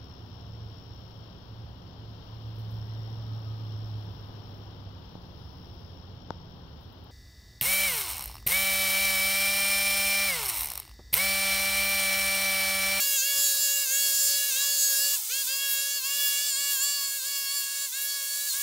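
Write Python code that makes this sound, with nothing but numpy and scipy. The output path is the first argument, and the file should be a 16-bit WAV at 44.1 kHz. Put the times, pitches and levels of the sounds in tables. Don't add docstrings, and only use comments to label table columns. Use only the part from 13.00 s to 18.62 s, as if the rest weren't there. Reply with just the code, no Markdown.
import sys
import numpy as np
from scipy import signal
from scipy.fft import rfft, irfft, next_fast_len
from scipy.io import wavfile
from scipy.ndimage import uniform_filter1d

SR = 44100
rng = np.random.default_rng(int(sys.argv[2]) if len(sys.argv) > 2 else 0)


def bounce(signal):
    frames = np.transpose(np.atleast_2d(signal))
    limited = np.clip(frames, -1, 1)
    pcm = np.round(limited * 32767).astype(np.int16)
    wavfile.write(sys.argv[1], SR, pcm)


N = 247842

LEAD_ORDERS = [1, 2, 3, 4, 5, 6, 7, 8, 9, 10, 12, 13, 21]
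# (frequency [Hz], relative level [dB per Hz])
SWISH_COLOUR = [(300, -90), (4000, -40), (9000, -9), (11500, 0), (14000, 0), (16000, 2)]
HIGH_ORDER = 8


def undb(db):
    return 10 ** (np.asarray(db) / 20)


def columns(table):
    s, *rest = np.transpose(table)
    return [np.interp(np.arange(N) / SR, s, c) for c in rest]


def hump(s, rise_s, hold_s, back_s):
    t = np.arange(N) / SR - s
    rise = np.sin(np.pi / 2 * np.clip(1 + t / max(rise_s, 1 / SR), 0, 1)) ** 2
    fall_back = np.exp(-np.clip(t - hold_s, 0, None) / back_s)
    return rise * fall_back


def bursts(base_db, events):
    t = np.arange(N) / SR
    power = 0
    for s, db, length in events:
        bell = np.exp(-np.minimum((4 * (t - s) / length) ** 2, 99))
        power = power + undb(2 * db) * bell
    return 10 * np.log10(undb(2 * base_db) + power)


def walk(rate):
    k = int(SR / rate)
    steps = np.repeat(rng.standard_normal(N // k + 1), k)
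    smooth = uniform_filter1d(uniform_filter1d(steps, k), k)
    return 1.35 * smooth[:N]


def colour(x, shape):
    n = next_fast_len(N)
    hz, db = np.transpose(shape)
    bin_hz = np.arange(n // 2 + 1) * SR / n
    gain = undb(np.interp(np.log(bin_hz + 1), np.log(hz), db))
    y = irfft(rfft(x, n) * gain, n)[:N]
    return y / np.sqrt(np.mean(y ** 2))


def whine(hz, turns, lead_db, fade_rate=9., high_fade_rate=14., flutter_db=1.5, edge_db=0.35):
    # (multiple of the firing rate, level [dB])
    order_db = [(1, -21), (2, -21), (3, -8), (4, -16), (5, -6), (6, -6), (7, -11), (8, -4), (9, -5),
                (10, -9), (11, -9), (12, -4), (13, -1), (14, -9), (15, -11), (16, -11), (17, -13),
                (18, -11), (19, -14), (20, -12), (21, -9), (22, -13), (23, -16), (24, -13), (25, -14),
                (26, -18), (27, -18)]
    # centre [Hz], width [Hz], lift [dB]
    silencer = (3574, 130, 7.7)
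    orders, usual_db = np.transpose(order_db)
    ring_hz, width_hz, ring_db = silencer
    lift_db = [db - usual_db[k - 1] for k, db in zip(LEAD_ORDERS, lead_db)]
    turns = turns + .003 * walk(60)
    labour_hz = np.clip(550 - hz, 0, 40)
    out = 0
    for k, db in zip(orders, usual_db):
        place = np.interp(k, LEAD_ORDERS, np.arange(len(LEAD_ORDERS)))
        below = min(int(place), len(LEAD_ORDERS) - 2)
        db = db + (below + 1 - place) * lift_db[below] + (place - below) * lift_db[below + 1]
        db = db - edge_db * labour_hz * max(k - 2 * HIGH_ORDER, 0)
        db = db + flutter_db * walk(50)
        db = db + ring_db / (1 + (2 * (k * hz - ring_hz) / width_hz) ** 2)
        tone = np.exp(2j * np.pi * (k * turns + rng.random()))
        if k not in LEAD_ORDERS:
            scattered = .2 + .03 * k
            rate = high_fade_rate if k > LEAD_ORDERS[-2] else fade_rate
            paths = 1 + scattered * (walk(rate) + 1j * walk(rate))
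            tone = tone * paths / np.sqrt(1 + 2 * scattered ** 2)
        out = out + np.sqrt(2) * undb(db) * tone.imag
    return out


def leads(loss_db):
    # (time [s], whine level [dB], turn [about -1..1], second colour shift [-1..1])
    swing = [(0.0, -0.3, 0.0052, 0.24), (0.1, -0.3, 0.38, 0.39), (0.27, 0.5, 0.78, 0.25),
             (0.37, 2.5, -0.22, -0.21), (0.47, 0, -0.99, 0.51), (0.58, -1.6, -0.99, 0.38),
             (0.65, 1.5, -0.23, -0.16), (0.8, -1, 0.78, 0.33), (0.97, -0.3, 0.89, 0.59),
             (1.06, 1.6, -0.64, -0.12), (1.16, -0.9, -0.73, 0.016), (1.28, 1.1, -1, 0.017),
             (1.37, 0.2, 0.01, 0.14), (1.47, -2.3, 0.99, 0.64), (1.61, 0.2, 0.62, 0.3),
             (1.69, 1, -0.11, -0.25), (1.78, -2, -1.02, 0.038), (1.87, -0.5, -0.52, 0.31),
             (2.0, 2, -0.52, 0.16), (2.13, -1.7, 0.21, 0.16), (2.38, -0.7, 0.19, -0.18),
             (2.55, -1, -0.034, -0.43), (2.75, 1, 0.43, -0.08), (2.94, -0.2, -0.13, -0.45),
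             (3.1, 0.3, 0.07, -0.7), (3.25, 2.5, 0.77, -0.5), (3.5, 0.5, 0.0078, -0.58),
             (3.7, 2, 0.31, -0.25), (3.9, 1.7, -0.11, -0.42), (4.08, -1.8, -0.36, -0.7),
             (4.16, -1.5, 0.26, 0.63), (4.3, -0.8, -0.17, -0.33), (4.45, -0.5, 0.34, -0.56),
             (4.57, 1.5, -0.28, -0.22), (4.69, -1.5, 0.32, -0.71), (4.8, -0.5, -0.042, 0.17),
             (4.98, 0, 0.41, 0.44), (5.12, 0.3, -0.47, 0.11), (5.22, 0, 0.14, 0.28),
             (5.35, 0.5, -0.49, 0.6), (5.44, -1, -0.068, 0.63), (5.62, -0.9, 0.034, 0.92)]
    # (starting level [dB], change at full turn [dB], change at full shift [dB],
    # change behind the trees [dB], share of the loss in a bite [ratio])
    lead_levels = [(-54.5, -0.5, 1.8, -8.5, 0.77), (-59, 2.7, -5, 1.8, 0.16), (-42.5, 2.5, 2, -3, 1.03),
                   (-52, 4.5, 0.5, -0.5, 0.8), (-40, 4.5, -4, -8.5, 0.9), (-42, 2.5, -5, -5.5, 2.1),
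                   (-46.5, 1.5, 6.5, -5.5, 0.39), (-38.5, -3.5, -3, -3.5, 0.96),
                   (-38.5, -1.5, -3.1, -10, 1.2), (-44.5, -3.3, -2.5, -5.5, 0.7),
                   (-37, -2.5, 6.5, -18, 0.82), (-35.5, -4, 0.2, -8, 1.2), (-42, -2.2, 4.5, -6, 0.55)]
    lead_waver_db = [0.31, 2.74, 0.73, 2.3, 1.4, 2.5, 2.5, 1.92, 2.2, 2.4, 3.14, 2.45, 1.3]
    level_db, turn, shift = columns(swing)
    trees_from_s, trees_full_s = 1.96, 5.08
    trees = np.clip((np.arange(N) / SR - trees_from_s) / (trees_full_s - trees_from_s), 0, 1)
    out_db = []
    for k, row, waver_db in zip(LEAD_ORDERS, lead_levels, lead_waver_db):
        db, turn_db, shift_db, trees_db, share = row
        db = db + level_db + turn_db * turn + shift_db * shift + trees_db * trees
        db = db - share * loss_db[int(k >= HIGH_ORDER)]
        out_db.append(db + waver_db * walk(15))
    return out_db


def bites():
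    # (time at the slowest [s], drop [Hz], fall [s], hold [s],
    # loss of low overtones [dB], loss of high overtones [dB, minus = gain], extra hiss [dB])
    bite_list = [(0.197, 31.87, 0.043, 0.019, 5.7, -3.5, -1.5), (0.874, 30.93, 0.035, 0.024, 5.8, 0, 1),
                 (1.531, 37.96, 0.048, 0.019, 4.84, -0.5, 2), (2.193, 112, 0.045, 0.099, 21.5, 21, -2.5),
                 (2.458, 52.06, 0.041, 0.011, 21, 14, 2), (3.028, 39.96, .06, 0.0051, 8.5, 8, -1.5),
                 (3.55, 30.07, 0.076, .005, 3.2, -1.5, -5.5),
                 (3.792, 29.94, 0.077, 0.00516, 1.8, 1.5, -1.5),
                 (4.225, 39.94, 0.068, 0.0052, 5.3, -0.5, -.5), (4.914, 72.04, 0.063, .005, 23.7, 16, -2),
                 (5.528, 43.7, 0.053, 0.0055, 14.5, -4, 1)]
    recover_s, loss_recover_s = .025, 0.01
    early_s = 0.0091
    sag_hz, low_db, high_db, extra_db = 0, 0, 0, 0
    for s, drop_hz, fall_s, hold_s, low_loss_db, high_loss_db, gas_db in bite_list:
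        sag = hump(s, fall_s, hold_s, recover_s)
        thin = hump(s - early_s, fall_s - early_s, hold_s + early_s / 2, loss_recover_s)
        sag_hz = sag_hz + drop_hz * sag
        extra_db = extra_db + gas_db * sag
        low_db = low_db + low_loss_db * thin
        high_db = high_db + high_loss_db * thin
    return sag_hz, (low_db, high_db), extra_db


def hiss(turns, db, pulse=0.15):
    # (frequency [Hz], relative level [dB per Hz])
    hiss_colour = [(120, -78), (220, -44), (400, -36), (680, -32), (900, -23.5), (1400, -19), (1950, -19.5),
                   (2500, -14.5), (3600, -7.5), (5200, -4.5), (7000, -0.5), (9500, -2.5), (16000, -33.5)]
    puffs = (1 + pulse * np.cos(2 * np.pi * turns)) * rng.standard_normal(N)
    flicker_db = .7 * walk(30)
    return undb(db + flicker_db) * colour(puffs, hiss_colour)


def swish(db, grain_db=1.0):
    slaps = rng.standard_normal(N) * undb(grain_db * walk(900))
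    return undb(db) * colour(slaps, SWISH_COLOUR)


def wind(db):
    # (frequency [Hz], relative level [dB per Hz])
    wind_colour = [(20, -4.5), (100, -7), (300, -8), (600, -9.5), (1500, -10.5), (3000, -61)]
    puff_db = 2 * walk(60)
    return undb(db + puff_db) * colour(rng.standard_normal(N), wind_colour)


def scene():
    # (time [s], firing rate [Hz])
    speed = [(0.0, 552.5), (0.055, 560.5), (0.15, 554), (0.305, 561.7), (0.575, 554.6), (0.615, 564),
             (0.685, 555), (0.73, 561.8), (0.94, 552.7), (1.025, 559), (1.12, 550.6), (1.455, 563.2),
             (1.6, 559), (1.705, 562.3), (1.965, 548), (2.03, 563), (2.14, 567.2), (2.28, 537.5),
             (2.38, 552), (2.51, 546), (2.64, 554), (2.765, 548.6), (2.945, 562), (3.085, 558.8),
             (3.195, 566.5), (3.335, 559.7), (3.47, 571), (3.72, 561.7), (3.915, 567), (4.095, 550),
             (4.285, 564), (4.48, 550), (4.555, 565.3), (4.625, 551.4), (4.8, 556), (5.165, 558),
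             (5.215, 551.7), (5.465, 564.4), (5.62, 563.5)]
    # (time [s], engine hiss level [dB], line swish level [dB])
    rush = [(0.0, -33, -24.5), (0.26, -32, -27), (0.48, -31.5, -26), (0.87, -34.5, -28), (0.98, -33, -26),
            (1.44, -32, -27), (1.59, -31.5, -28), (1.92, -34, -26), (2.07, -33, -25.5), (2.14, -30, -25.5),
            (2.24, -33, -32.5), (2.41, -34.5, -28), (2.6, -34.5, -31.5), (2.95, -35, -32),
            (3.3, -32.5, -30), (3.65, -32.5, -32.5), (4.12, -36.5, -32.5), (4.9, -36, -34),
            (5.3, -36, -34.5), (5.62, -33, -28.5)]
    # (time [s], swish level [dB], length [s])
    strokes = [(2.723, -23.5, 0.12), (3.056, -33, 0.063), (3.258, -24.5, 0.22), (3.49, -35, .07),
               (3.743, -25.5, 0.16), (3.837, -27, .05), (4.021, -32, 0.07), (4.18, -34, 0.047),
               (4.386, -31, 0.094), (4.608, -32, 0.11), (5.04, -29, .12), (5.24, -34, .08),
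               (5.506, -36, .1)]
    # (time [s], level [dB])
    rumble = [(0.0, -61), (0.25, -71), (0.37, -60.5), (0.5, -59.5), (0.74, -60.5), (0.86, -76), (1.0, -68),
              (1.03, -58), (1.14, -67), (1.27, -63.5), (1.45, -72), (1.55, -68), (1.69, -62.5), (2.0, -70),
              (2.06, -58), (2.14, -66), (2.22, -103), (5.62, -108)]
    # (time [s], peak level [dB], length [s])
    single_puffs = [(2.359, -72, 0.029), (2.531, -70, .05), (2.701, -68, 0.068), (2.77, -78, .06),
                    (2.901, -62, .025), (3.243, -63.5, 0.1), (3.318, -68, 0.052), (3.408, -68, 0.038),
                    (3.61, -89, 0.046), (3.72, -68, 0.045), (3.841, -83, 0.056), (4.309, -87, 0.064),
                    (4.885, -74, 0.036), (4.995, -82, .06)]
    sag_hz, loss_db, extra_db = bites()
    hz = uniform_filter1d(columns(speed)[0] - sag_hz, size=600)
    turns = np.cumsum(hz) / SR
    hiss_db, steady_db = columns(rush)
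    swish_db = bursts(steady_db, strokes)
    rumble_db = columns(rumble)[0] + 3.5 * walk(18)
    wind_db = bursts(rumble_db, single_puffs)
    engine = whine(hz, turns, leads(loss_db)) + hiss(turns, hiss_db + extra_db)
    mid = engine + swish(swish_db) + wind(wind_db)
    scatter = undb(swish_db - 14) * colour(rng.standard_normal(N), SWISH_COLOUR)
    return np.array([mid + scatter, mid - scatter])


def record(dry):
    high_pass = signal.butter(2, 5500, "high", fs=SR, output="sos")
    treble = signal.sosfiltfilt(high_pass, dry)
    tilted = dry + .085 * treble * np.array([[-1], [1]])
    top_cut = signal.ellip(12, .2, 80, 15720, fs=SR, output="sos")
    return signal.sosfilt(top_cut, tilted)


dry = scene()
out = record(dry)
bounce(out)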